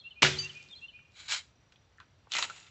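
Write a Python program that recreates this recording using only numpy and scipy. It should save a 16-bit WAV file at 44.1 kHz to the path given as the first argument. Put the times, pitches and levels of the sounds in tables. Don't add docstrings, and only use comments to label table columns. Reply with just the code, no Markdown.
import sys
import numpy as np
from scipy import signal
from scipy.io import wavfile

SR = 44100
rng = np.random.default_rng(int(sys.argv[2]) if len(sys.argv) > 2 else 0)


def field_ratio(decibels):
    return 10 ** (np.asarray(decibels, dtype=float) / 20)


def transcribe(signal):
    frames = np.atleast_2d(signal).T
    limited = np.clip(frames, -1, 1)
    pcm = np.round(limited * 32767).astype(np.int16)
    wavfile.write(sys.argv[1], SR, pcm)


N = 119070
T = np.arange(N) / SR
SLAM_S = .22976

# frequency in Hz, level in dB per Hz.
GUN_COLOUR = [(29, -45), (55, -13.5), (110, -9), (292, -14.5), (600, -13), (1100, -20), (2570, -6),
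              (7240, -19), (8600, -27.5), (11200, -69), (18900, -120)]


def at_hz(points, hz):
    table_hz, value = np.transpose(points)
    return np.interp(np.log(hz), np.log(table_hz), value)


def curve(rows):
    s, db = np.transpose(rows)
    return field_ratio(np.interp(T, s, db, left=-200, right=-200))


def unit(x):
    return x / np.sqrt(np.mean(x ** 2) + 1e-30)


def ring(x, hz, t60):
    radius = field_ratio(-60 / (max(t60, 1e-3) * SR))
    angle = 2 * np.pi * hz / SR
    return signal.lfilter([0, np.sin(angle)], [1, -2 * radius * np.cos(angle), radius ** 2], x + 1e-18)


def click(s, db=0):
    return field_ratio(db) * (np.arange(N) == int(s * SR))


def since(s, t60):
    t = T - s
    return (t >= 0) * field_ratio(-60 * np.maximum(t, 0) / t60)


def grains(per_s, spread_db):
    size = field_ratio(spread_db * np.minimum(rng.exponential(1, N), 4))
    sign = rng.choice([-1, 1], N)
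    return unit(size * sign * (rng.random(N) < per_s / SR))


def coloured(x, spectrum, shape=lambda hz: 1):
    edges = 28 * 2 ** np.arange(0, 9, .5)
    flat, shaped = 0, 0
    for k, (low, high) in enumerate(zip(edges, edges[1:])):
        hz = np.sqrt(low * high)
        sos = signal.butter(2, [low, high], "band", fs=SR, output="sos")
        band = (-1) ** k * field_ratio(at_hz(spectrum, hz)) * signal.sosfilt(sos, x)
        flat = flat + band
        shaped = shaped + band * shape(hz)
    return shaped / np.std(flat)


def diffuse(x, t60, gap_s):
    t = np.arange(int(1.2 * SR)) / SR
    response = rng.standard_normal(len(t)) * field_ratio(-60 * t / t60) * (t > gap_s)
    return signal.fftconvolve(x, response / np.sqrt(np.sum(response ** 2)))[:len(x)]


def knock(rows, strike_db=3):
    span = SR // 4
    t = np.arange(span) / SR
    out = np.zeros(N + SR)
    for s, db, hz, width_hz, t60 in rows:
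        noise = rng.standard_normal(span)
        edges = [max(hz - width_hz / 2, 550), min(hz + width_hz / 2, 9000)]
        band = signal.butter(2, edges, "band", fs=SR, output="sos")
        strike = signal.sosfilt(band, (t == 0) + 1e-18)
        strike = field_ratio(strike_db) * strike / np.abs(strike).max()
        burst = field_ratio(-60 * t / t60) * (unit(signal.sosfilt(band, noise)) + .08 * noise)
        start = int(s * SR)
        out[start:start + span] += field_ratio(db) * (burst - strike)
    return out[:N]


def metal(hits, modes):
    return sum(field_ratio(db) * unit(ring(hits * rng.standard_normal(N), hz, t60)) for hz, db, t60 in modes)


def plunger_scrape():
    # time in seconds, level in dB.
    run = [
        (.2195, -38),
        (.223, -15.5),
        (.2255, -23),
        (.2285, -20),
        (.2295, -30),
        (.2325, -36),
    ]
    return curve(run) * coloured(grains(14000, 1.0), GUN_COLOUR)


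def muzzle_pop():
    # frequency in Hz, level in dB, t60 in seconds.
    barrel = [(2400, 0, .007), (2950, -2, .007), (1100, 0, .008), (5000, -3, .004), (6800, -12, .003),
              (420, -2, .01)]
    puff = click(SLAM_S, -13.6) - click(SLAM_S + .00019, -8.1)
    return sum(field_ratio(db) * ring(puff, hz, t60) for hz, db, t60 in barrel)


def gun_body():
    # frequency in Hz, t60 in seconds.
    dying = [(100, 0.55), (500, 0.26), (1400, 0.28), (3000, 0.22), (8000, 0.26)]

    def fade(hz):
        early = field_ratio(-19) * since(SLAM_S + 0.002, at_hz(dying, hz))
        late = field_ratio(-39.5) * since(SLAM_S + .03, 0.96) * (hz > 1000)
        return early + late

    return coloured(grains(16000, 2.8), GUN_COLOUR, fade)


def loose_parts():
    # start in seconds, level in dB, centre in Hz, width in Hz, t60 in seconds.
    rattles = [(.2222, -18.5, 2600, 900, .025), (.228, -24, 803, 500, 0.0085),
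               (.239, -25, 2380, 700, 0.046), (.247, -20, 1800, 900, 0.064),
               (.2565, -25.5, 3570, 900, 0.022), (.264, -24.5, 3010, 2500, .015),
               (.272, -25, 2500, 2000, 0.023), (.3725, -38.5, 2010, 2500, 0.019)]
    return knock(rattles, -6.0)


def spring_hum():
    # frequency in Hz, level in dB, t60 in seconds.
    spring_modes = [(143, -31, .65), (374, -32, .55), (275, -44, .3), (463, -44, .4), (662, -38, .19),
                    (802, -39, .2), (970, -35, .24), (1308, -38, .19), (1750, -30, .1), (1400, -62, 1.5),
                    (4700, -66, 1.5)]
    return sum(ring(click(SLAM_S, db), hz, t60) for hz, db, t60 in spring_modes)


def shot():
    return plunger_scrape() + loose_parts() + muzzle_pop() + gun_body() + spring_hum()


def can_ping():
    # frequency in Hz, level in dB, t60 in seconds.
    can_modes = [(2998, -44, .13), (4662, -32.5, .21), (6191, -49, .45), (6215, -54, .4), (6858, -55, .25)]
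    hit_s, damped_s = .3865, .463
    ping = sum(ring(ring(click(hit_s, db - 19), hz, .006), hz, t60) for hz, db, t60 in can_modes)
    ping = ping * field_ratio(np.interp(T, [damped_s, damped_s + 0.0056], [0, -17]))
    return ping + field_ratio(-17) * diffuse(ping, 0.28, 0.015)


def bounces():
    # start in seconds, level in dB, centre in Hz, width in Hz.
    ticks = [(0.4466, -39.5, 6550, 3000), (0.496, -63, 4030, 6000), (0.517, -61, 6900, 2200),
             (.528, -52, 2800, 3600), (.533, -54, 5050, 1400), (0.55, -47, 5400, 2400),
             (0.5737, -52, 5560, 4500), (0.627, -46.5, 4810, 5000), (0.6394, -54, 4000, 3000),
             (.653, -58, 3500, 3500), (.687, -53, 4500, 1000), (.6946, -52, 4500, 1000),
             (0.712, -57, 5450, 4500), (0.726, -64, 6860, 1800), (0.9911, -57.5, 2000, 1500),
             (1.1204, -66, 5000, 5000)]
    return knock([(*row, .012) for row in ticks])


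def pellets():
    # time in seconds, level in dB.
    pour = [
        (1.1, -81),
        (1.16, -55.5),
        (1.203, -44.5),
        (1.218, -50.5),
        (1.279, -48.5),
        (1.284, -38),
        (1.326, -28.5),
        (1.39, -41.5),
        (1.422, -51),
        (1.52, -68),
    ]
    # frequency in Hz, level in dB per Hz.
    tube_colour = [(180, -77), (300, -43), (802, -12), (1050, -9), (1290, -1), (1370, -5), (4200, 0.5),
                   (7170, -7), (8600, -3), (11200, -54), (18900, -120)]
    # frequency in Hz, level in dB, t60 in seconds.
    tube_modes = [(1500, -10.5, 0.022), (2276, -3.5, 0.0103), (3190, -4, 0.0045), (3955, -3, 0.018),
                  (4310, -6.5, 0.024), (7040, -8, .02)]
    full_s = 1.404
    hits, flow = grains(7000, 3.6), curve(pour)
    clatter = coloured(hits, tube_colour) * np.clip(flow / field_ratio(-38.5), .45, 1)
    hollow = 1 - since(full_s, 1e3) + since(full_s, .2)
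    pouring = flow * (clatter + field_ratio(-5) * metal(hits, tube_modes) * hollow)
    pouring = signal.sosfilt(signal.butter(4, 600, "high", fs=SR, output="sos"), pouring)
    return field_ratio(-3.0) * pouring + field_ratio(-10) * diffuse(pouring, .08, 0.0032)


def lever_friction():
    # time in seconds, level in dB.
    friction = [
        (2.29, -74.5),
        (2.315, -58),
        (2.322, -50),
        (2.36, -37),
        (2.41, -40),
        (2.445, -38),
        (2.47, -50),
        (2.53, -56.5),
        (2.57, -54),
        (2.7, -66),
    ]
    # frequency in Hz, level in dB per Hz.
    action_colour = [(59, -39), (100, -21), (390, -6), (488, -15.5), (721, -2), (990, -8), (2660, 2),
                     (7410, -12), (8600, -5.5), (11200, -65), (18900, -120)]
    # frequency in Hz, level in dB, t60 in seconds.
    action_modes = [(1355, -0.5, 0.028), (2170, -6, 0.011), (2700, 3.5, 0.03), (3500, -10, 0.0082),
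                    (4030, 0, 0.045), (7020, 1.5, 0.0063)]

    def load(hz):
        return np.clip((T - friction[0][0]) / 0.024 * hz / 1000, 0, 1)

    uneven = field_ratio(0.84 * unit(ring(rng.standard_normal(N), 21, 0.3)))
    rub = coloured(grains(9000, 2.5), action_colour, load)
    rub = rub + field_ratio(-10) * metal(grains(6000, 2.5), action_modes)
    return curve(friction) * uneven * rub


def lever_knocks():
    # start in
    # seconds, level in dB, centre in Hz, width in Hz, t60 in seconds.
    handling = [(1.722, -57, 2800, 3000, 0.045), (1.759, -61.5, 3200, 1500, 0.037),
                (1.974, -74, 6500, 1500, 0.056), (1.9835, -52, 1600, 400, 0.055),
                (2.0012, -48.5, 3020, 2780, 0.014), (2.004, -58, 2700, 1190, 0.051),
                (2.002, -51.5, 1260, 600, 0.09), (2.012, -63.5, 1960, 2400, 0.17),
                (2.2705, -56, 900, 700, 0.034), (2.499, -45, 4500, 6000, 0.034),
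                (2.5625, -45, 3030, 4000, 0.021), (2.569, -58, 3500, 2500, .03),
                (2.6, -52.5, 4500, 5000, 0.041), (2.628, -52, 3800, 1500, .03),
                (2.6658, -55, 2780, 3000, 0.091)]
    teeth = [(2.313, -46, 3500, 900, .04), (2.3193, -29, 4000, 4500, .02), (2.3364, -21.5, 3800, 3500, .01),
             (2.3515, -24.5, 2800, 3600, .014), (2.3672, -22, 3200, 3500, .008),
             (2.3848, -22, 3200, 5000, .012), (2.3885, -25, 3600, 5600, .014),
             (2.4257, -22, 2800, 3600, .016)]
    pawl = [(2.321, -34.5, 3800, 900, 0.088), (2.338, -32.5, 3000, 1100, 0.1),
            (2.353, -32.5, 2300, 640, 0.15), (2.3515, -33, 6800, 1200, 0.026), (2.37, -32, 2300, 900, 0.12),
            (2.386, -34.5, 900, 700, 0.056), (2.392, -35.5, 6670, 1300, 0.1),
            (2.409, -39, 4500, 900, 0.025), (2.43, -30, 4030, 600, 0.039), (2.428, -44.5, 1100, 700, 0.13)]
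    # start in seconds, level in dB, frequency in Hz, t60 in seconds.
    latch = [
        (2.4985, -33.5, 1410, .04),
        (2.5058, -38, 1370, .03),
        (2.5105, -41, 1430, .02),
        (2.5, -43, 2700, .025),
    ]
    knocks = knock(handling) + knock(teeth) + knock(pawl, -18)
    knocks = knocks + sum(ring(click(s, db), hz, t60) for s, db, hz, t60 in latch)
    return knocks + field_ratio(-9) * diffuse(knocks, .12, .004)


def rustle():
    # time in seconds, level in dB.
    movement = [
        (.3, -46),
        (.5, -60),
        (.7, -69.5),
        (.82, -68.5),
        (.85, -71),
    ]
    # frequency in Hz, level in dB per Hz.
    cloth_colour = [(60, 8.5), (300, -1.5), (1500, -11.5), (5000, -12), (8000, -13.5)]
    return curve(movement) * coloured(grains(2000, 4.0), cloth_colour)


def bird():
    # start in seconds, level in dB.
    phrases = [
        (-.079, -44),
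        (.307, -39),
        (0.696, -43.5),
    ]
    # offset in seconds, length in seconds, start in Hz, end in Hz, level in dB.
    notes = [
        (-.008, .06, 3640, 3580, -4),
        (.031, .028, 3400, 3180, -1),
        (.055, .045, 3960, 4300, -4),
        (.11, .062, 2640, 2790, 3),
        (.186, .026, 3120, 2900, -2),
        (.228, .058, 2390, 2490, -4),
        (.291, .024, 2480, 2330, -8),
    ]
    # echo delay in seconds, level in dB.
    trees = [(0.026, -20), (.058, -18), (.1, -19), (.15, -20)]
    lead = SR // 2
    song = np.zeros(N + SR)
    for start, db in phrases:
        for offset, length, hz0, hz1, note_db in notes:
            u = np.linspace(0, 1, int(length * SR))
            flutter = .2 * np.sin(2 * np.pi * 120 * length * u)
            hz = hz0 + (hz1 - hz0) * (u ** .7 + flutter)
            skew = 1.45 if length > .05 else .55
            swell = np.sin(np.pi * u ** skew) ** 1.1
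            i = lead + int((start + offset) * SR)
            song[i:i + len(u)] += field_ratio(db + note_db) * swell * np.sin(2 * np.pi * np.cumsum(hz) / SR)
    echoes = sum(field_ratio(db) * diffuse(np.roll(song, int(s * SR)), 0.06, 0) for s, db in trees)
    woods = field_ratio(-12) * diffuse(song, 0.65, 0.039)
    return (song + echoes + woods)[lead:lead + N]


def insect():
    pulse = (1 + np.sin(2 * np.pi * 38 * T)) * since(.8, 100)
    return field_ratio(-87) * pulse * unit(ring(rng.standard_normal(N), 5820, .25))


def air():
    # frequency in Hz, level in dB per Hz.
    air_colour = [(18, -42), (30, -10), (81, -1.5), (230, -17.5), (886, -24.5), (974, -24.5), (4130, -29.5),
                  (5620, -37), (8600, -41.5), (11200, -78), (18900, -120)]
    return field_ratio(-64.5) * coloured(rng.standard_normal(N), air_colour)


def scene():
    gun = shot() + pellets() + lever_friction() + lever_knocks() + rustle()
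    target = can_ping() + bounces()
    return (gun + target + bird() + insect() + air())[None]


def band_limit(x):
    return signal.sosfilt(signal.butter(12, 15600, fs=SR, output="sos"), x)


def record(dry):
    cut = signal.sosfilt(signal.cheby1(10, .5, 7753, fs=SR, output="sos"), dry)
    cut = signal.sosfilt(signal.butter(2, 69.4, "high", fs=SR, output="sos"), cut)
    overloaded = np.clip(cut, -.99, .99)
    return band_limit(overloaded + field_ratio(-101.5) * rng.standard_normal(dry.shape))


dry = scene()
out = record(dry)
transcribe(out)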